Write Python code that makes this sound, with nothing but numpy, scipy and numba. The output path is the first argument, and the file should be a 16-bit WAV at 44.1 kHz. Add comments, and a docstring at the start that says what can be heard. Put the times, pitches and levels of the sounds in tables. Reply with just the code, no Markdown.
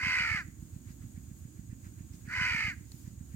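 """A crow caws hoarsely in tall grass, a little to the right, and again two seconds later.
Its rattling partials and rasp ring the throat; the resonance rises as the beak opens.
Far off a single-cylinder engine fires about seven times a second: intake thump, exhaust bang, clatter,
and a faint knock at two firings. Insects hiss thinly.
Faint dry rustles, one soft low boom and a close tick come and go."""
import sys
import numpy as np
from scipy import signal
from scipy.fft import rfft, irfft, next_fast_len
from scipy.io import wavfile
from scipy.ndimage import uniform_filter1d
from numba import njit

SR = 44100
rng = np.random.default_rng(int(sys.argv[2]) if len(sys.argv) > 2 else 0)


def store_pcm(level_fs):
    """Save levels as 16-bit WAV."""
    pcm = np.round(np.clip(level_fs, -1, 1) * 32767).astype(np.int16)
    wavfile.write(sys.argv[1], SR, np.atleast_2d(pcm).T)


N = 147735
TIME = np.arange(N) / SR

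# voice pitch, one list per caw (time [s], pitch [Hz])
CAW_PITCH = [
    [(0, 498.3), (.05, 516.6), (.11, 510.5), (.19, 492.6), (.25, 460), (.325, 440.9), (.375, 405.5),
     (.405, 347.4), (.435, 295)],
    [(2.27, 450), (2.34, 506.4), (2.41, 509.5), (2.46, 495.7), (2.52, 470.4), (2.6, 444), (2.66, 424),
     (2.7, 388.6), (2.745, 303.6)],
]
# vocal effort, one list per caw (time [s], relative level [dB])
CAW_EFFORT = [
    [(0, -38.5), (.045, -33), (.12, -31.5), (.2, -31.5), (.27, -34), (.32, -34), (.385, -36), (.41, -42.5),
     (.435, -56.5)],
    [(2.268, -67), (2.292, -47), (2.334, -37.5), (2.42, -32), (2.49, -32.5), (2.52, -33.5), (2.66, -35),
     (2.702, -38), (2.745, -55)],
]
# throat resonance, moved by the beak (time [s], centre [Hz])
BEAK_RESONANCE = [(0, 1760), (.05, 1930), (.2, 1840), (.36, 1870), (.4, 1710), (.43, 1575), (2.27, 1640),
                  (2.34, 1693), (2.48, 1923), (2.69, 1992), (2.745, 1600)]
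# steady voice colour (frequency [Hz], gain [dB])
THROAT_COLOUR = [(350, -22), (500, -16), (700, -1), (850, -3), (1020, 1), (1130, -6), (1280, 1), (1500, -1),
                 (1700, -4), (2000, 1), (2480, 1), (2700, -9), (2880, -1), (3100, -8), (3500, -19),
                 (4600, 3), (7000, -8)]
# hiss in the open throat (frequency [Hz], gain [dB])
BREATH_COLOUR = [(2500, -8), (3600, -9.5), (4200, -5), (4650, 2), (5200, -6), (6300, -3.5), (8200, -9.5),
                 (9800, -20), (15000, -22.5)]
# engine cycles (time [s], relative bang level [dB], relative thump level [dB])
FIRINGS = [(0.0648, -34.5, -36.5), (0.2028, -39, -39), (0.3441, -35.5, -32), (0.4826, -41.5, -38),
           (0.6235, -38.5, -37.5), (0.7613, -39.5, -37), (0.9021, -40, -39.5), (1.0381, -37, -39),
           (1.1747, -38.5, -39.5), (1.3126, -40, -40), (1.4501, -40, -39), (1.5905, -39.5, -43.5),
           (1.7259, -39, -36.5), (1.864, -41, -39), (2.0049, -39.5, -40), (2.14, -42.5, -35),
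           (2.2767, -40.5, -43.5), (2.4116, -33.5, -36), (2.5446, -35, -34.5), (2.678, -37.5, -35.5),
           (2.8071, -44.5, -39.5), (2.9402, -41.5, -41), (3.0748, -37.5, -37.5), (3.2071, -40, -39),
           (3.3419, -37.5, -44)]
# exhaust echoes (frequency [Hz], gain [dB])
ECHO_COLOUR = [(40, -23), (65, 8), (120, -9.5), (170, -13), (250, 6.5), (320, -9.5), (420, 1.5),
               (700, -7.5)]
# steady engine rumble (frequency [Hz], gain [dB])
RUMBLE_COLOUR = [(20, -11.5), (40, -20), (60, -1), (115, -1), (150, -7), (240, -10.5), (310, -10),
                 (400, -26.5), (550, -32.5), (1000, -52)]
# air and insect hiss (frequency [Hz], gain [dB])
HISS_COLOUR = [(260, -22), (450, -16.5), (623, -9.5), (802, -11), (851, -11.5), (1450, -12.5),
               (1540, -10.5), (1890, -14.5), (4030, -16), (5920, -14), (6760, -0.5), (7280, -8.5),
               (8080, -6), (9940, -14.5), (15500, -11.5)]
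# insect song (centre [Hz], width [Hz], level [dB])
INSECT_BANDS = [(6784, 83, -70), (7940, 230, -75)]
# metal clatter (frequency [Hz], gain [dB])
CLATTER_COLOUR = [(500, -10), (1200, -4), (1700, 5), (2400, -2), (3400, -14), (5000, -13), (7000, -14),
                  (12000, -22)]
# engine knocks (the two rows below 2 kHz) and dry rustles (the rest)
# (time [s], half-width [s], level [dB], centre [Hz])
KNOCKS_AND_RUSTLES = [(0.89, 0.037, -66.5, 1690), (0.908, .025, -67, 5000), (0.934, 0.062, -68, 13500),
                      (1.03, 0.038, -70.5, 1600), (1.377, .04, -67, 13000), (2.142, 0.02, -62, 5970),
                      (2.975, 0.093, -64, 12700), (2.983, 0.15, -68.5, 5400)]
# low boom (frequency [Hz], level [dB])
BOOM_PARTIALS = [(112, -36.5), (230, -48)]
# close tick (frequency [Hz], gain [dB])
TICK_COLOUR = [(500, -14), (2600, -9), (3400, -14), (4300, 3), (5500, -8), (7000, -2), (10000, -11),
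               (15000, -14)]

CROW_PAN_DB, CROW_LAG_S, FULL_EFFORT_DB = 2.5, .0001, -30
ENGINE_PAN_DB, ENGINE_LAG_S = 6.6, .0004


def from_db(db):
    """Decibels to gain."""
    return 10 ** (np.asarray(db) / 20)


def unit_rms(x):
    """Scale to unit power."""
    return x / np.sqrt(np.mean(x ** 2) + 1e-20)


def curve(rows):
    """Interpolate (time [s], value) rows at every sample."""
    return np.interp(TIME, *np.transpose(rows))


def colour(x, points):
    """Minimum-phase filter through (frequency [Hz], gain [dB]) points."""
    size = next_fast_len(N + SR // 2)
    hz, db = np.transpose(points)
    gain_db = np.interp(np.log(np.fft.rfftfreq(size, 1 / SR) + 1), np.log(hz), db)
    cepstrum = irfft(np.log(from_db(gain_db)), size)
    cepstrum[1:size // 2] *= 2
    cepstrum[size // 2 + 1:] = 0
    return irfft(rfft(x, size) * np.exp(rfft(cepstrum)), size)[..., :N]


def noise(points, shape=N):
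    """Coloured noise, unit RMS."""
    return unit_rms(colour(rng.standard_normal(shape), points))


def drift(rate_hz):
    """Low-passed random wander, unit RMS."""
    r = np.exp(-2 * np.pi * rate_hz / SR)
    return unit_rms(signal.lfilter([1], [1, -2 * r, r * r], rng.standard_normal(N + SR))[SR:])


def resonance(x, hz, width_hz):
    """Two-pole band-pass."""
    r = np.exp(-np.pi * width_hz / SR)
    return signal.lfilter([1, 0, -1], [1, -2 * r * np.cos(2 * np.pi * hz / SR), r * r], x)


@njit
def moving_resonance(x, hz, width_hz):
    """Band-pass with per-sample centre and width."""
    y, r = np.zeros(len(x)), np.exp(-np.pi * width_hz / SR)
    for i in range(2, len(x)):
        feedback = 2 * r[i] * np.cos(2 * np.pi * hz[i] / SR) * y[i - 1] - r[i] ** 2 * y[i - 2]
        y[i] = (1 - r[i]) * (x[i] - x[i - 2]) + feedback
    return y


def echoes(x, t60_s, delay_s):
    """Dense, delayed, decaying reflections."""
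    t = TIME[:SR]
    response = rng.standard_normal(SR) * from_db(-60 * t / t60_s) * (t > delay_s)
    return signal.fftconvolve(x, response / np.linalg.norm(response))[:N]


def place(x, pan_db, lag_s):
    """Mono to stereo, right side louder and later."""
    return np.array([x * from_db(-pan_db / 2), np.interp(TIME - lag_s, TIME, x) * from_db(pan_db / 2)])


def crow_source(pitch_hz, clear_hz=290, rough_hz=470, cycles_per_rattle=6.3):
    """Wavering partials plus pulsed rasp, and their rattle; the voice clears as pitch falls."""
    rough = np.clip((pitch_hz - clear_hz) / (rough_hz - clear_hz), 0, 1)
    rattle_hz = pitch_hz / cycles_per_rattle * (1 + .146 * drift(23.8))
    rattle = rough * np.cos(2 * np.pi * np.cumsum(rattle_hz) / SR)
    jitter = .013 * rough * drift(157)
    cycles = np.cumsum(pitch_hz * (1 + jitter + .042 * rattle)) / SR
    partials = np.zeros(N)
    for k in range(1, 13):
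        phase_rad = 2 * np.pi * (k * cycles + rng.random())
        wander_rad = np.sqrt(k) * .54 * rough * drift(132)
        flutter_db = 3 * rough * drift(74)
        partials += np.cos(phase_rad + wander_rad) * from_db(flutter_db)
    rasp = .45 * rough * rng.standard_normal(N) * (1 + np.cos(2 * np.pi * cycles))
    return unit_rms(partials) + rasp, rattle


def crow(voice_gain_db=2, breath_db=-47):
    """Voice and breath through the throat; its resonance narrows as the call weakens."""
    source, rattle = crow_source(curve(CAW_PITCH[0] + CAW_PITCH[1]))
    effort_db = curve(CAW_EFFORT[0] + CAW_EFFORT[1])
    drive_db = effort_db - FULL_EFFORT_DB
    centre_hz = curve(BEAK_RESONANCE)
    width_hz = 1320 * from_db(.55 * np.minimum(drive_db, 0))
    voice = moving_resonance(source, centre_hz, width_hz)
    voice = colour(moving_resonance(voice, centre_hz, width_hz), THROAT_COLOUR)
    voice /= np.sqrt(uniform_filter1d(voice ** 2, size=400) + 1e-12)  # flatten the level
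    swell = 1 + .3 * rattle
    voice *= swell * from_db(voice_gain_db + effort_db)
    turbulence = rng.standard_normal((2, N)) + .56 * rng.standard_normal(N)  # per side + shared
    breath = unit_rms(colour(turbulence * swell, BREATH_COLOUR)) * from_db(breath_db + .94 * drive_db)
    breath *= from_db([[-CROW_PAN_DB / 2], [CROW_PAN_DB / 2]])
    gate = sum(1.0 * (TIME >= caw[0][0]) * (TIME <= caw[-1][0]) for caw in CAW_EFFORT)
    return (place(voice, CROW_PAN_DB, CROW_LAG_S) + breath) * uniform_filter1d(gate, size=300)


def grass_scatter(call):
    """The call plus short scatter from the grass and a fainter tail from the field."""
    reflections = [from_db(-9) * echoes(side, t60_s=.05, delay_s=.0022)
                   + from_db(-21) * echoes(side, t60_s=.36, delay_s=.025) for side in call]
    return call + np.array(reflections)


def engine(intake_hz=91, intake_lead_s=.02783, intake_sigma_s=.006,
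           bang_hz=135.4, bang_rise_s=.0038, bang_width_s=.0027, bang_gain_db=6.5):
    """Each cycle: soft intake thump, then an exhaust bang echoing over the fields. Rumble beneath."""
    thumps, bangs = np.zeros(N), np.zeros(N)
    for time_s, bang_db, thump_db in FIRINGS:
        t = TIME - time_s + intake_lead_s
        envelope = from_db(thump_db) * np.exp(-(t / intake_sigma_s) ** 2 / 2)
        thumps -= envelope * np.cos(2 * np.pi * intake_hz * t)
        t = TIME - time_s - bang_rise_s
        envelope = from_db(bang_db + bang_gain_db) * np.exp(-(t / bang_width_s) ** 2)
        bangs -= envelope * np.sin(2 * np.pi * bang_hz * t)
    roll = from_db(-1.5) * colour(echoes(bangs, t60_s=.36, delay_s=.019), ECHO_COLOUR)
    rumble = from_db(-53) * noise(RUMBLE_COLOUR)
    diffuse = from_db(-63.5) * noise(RUMBLE_COLOUR, (2, N))
    sound = place(thumps + bangs + roll + rumble, ENGINE_PAN_DB, ENGINE_LAG_S) + diffuse
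    return signal.sosfilt(signal.butter(2, 32.7, "high", fs=SR, output="sos"), sound)


def insects(hiss_db=-61.5, waver_db=.83):
    """Wide, faint hiss with narrow bands of insect song."""
    out = from_db(hiss_db + waver_db * drift(4)) * noise(HISS_COLOUR, (2, N))
    for hz, width_hz, db in INSECT_BANDS:
        band = resonance(rng.standard_normal((2, N)), hz, width_hz)
        out += from_db(db) * unit_rms(resonance(band, hz, width_hz))
    return out


def clatter(level_db=-71, spread_db=5.5, lead_s=.0043, half_width_s=.024):
    """The engine's metal parts clatter faintly at each firing."""
    bursts = np.zeros(N)
    for time_s, _, _ in FIRINGS:
        gain = from_db(level_db + spread_db * rng.standard_normal())
        bursts += gain * np.exp(-((TIME - time_s + lead_s) / half_width_s) ** 2)
    return place(bursts * noise(CLATTER_COLOUR), ENGINE_PAN_DB, ENGINE_LAG_S)


def knocks_and_rustles():
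    """Short grainy swells: faint engine knocks at two firings, and higher dry rustles."""
    out = np.zeros((2, N))
    for time_s, half_width_s, db, hz in KNOCKS_AND_RUSTLES:
        band = resonance(rng.standard_normal((2, N)), hz, width_hz=hz / 2)
        grain = unit_rms(band * from_db(drift(140)))
        out += from_db(db) * grain * np.exp(-((TIME - time_s) / half_width_s) ** 2)
    return out


def boom(time_s=1.05, half_width_s=.019):
    """Two low partials swell and fade briefly."""
    hum = sum(from_db(db) * np.sin(2 * np.pi * (hz * TIME + rng.random())) for hz, db in BOOM_PARTIALS)
    return place(hum * np.exp(-((TIME - time_s) / half_width_s) ** 2), ENGINE_PAN_DB, ENGINE_LAG_S)


def tick(time_s=2.918, decay_s=.003, level_db=-46):
    """One small, bright, fast-decaying noise burst."""
    envelope = (TIME > time_s) * np.exp(-abs(TIME - time_s) / decay_s)
    return from_db(level_db) * envelope * noise(TICK_COLOUR, (2, N))


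def scene():
    """Stereo sum of all sources."""
    return grass_scatter(crow()) + engine() + clatter() + boom() + insects() + knocks_and_rustles() + tick()


def record(dry):
    """Cut the deepest bass and, steeply, the top."""
    low_cut_hz, high_cut_hz = 22, 15800
    dry = signal.sosfilt(signal.butter(2, low_cut_hz, "high", fs=SR, output="sos"), dry)
    return signal.sosfilt(signal.ellip(12, .1, 80, high_cut_hz, fs=SR, output="sos"), dry)


dry = scene()
out = record(dry)
store_pcm(out)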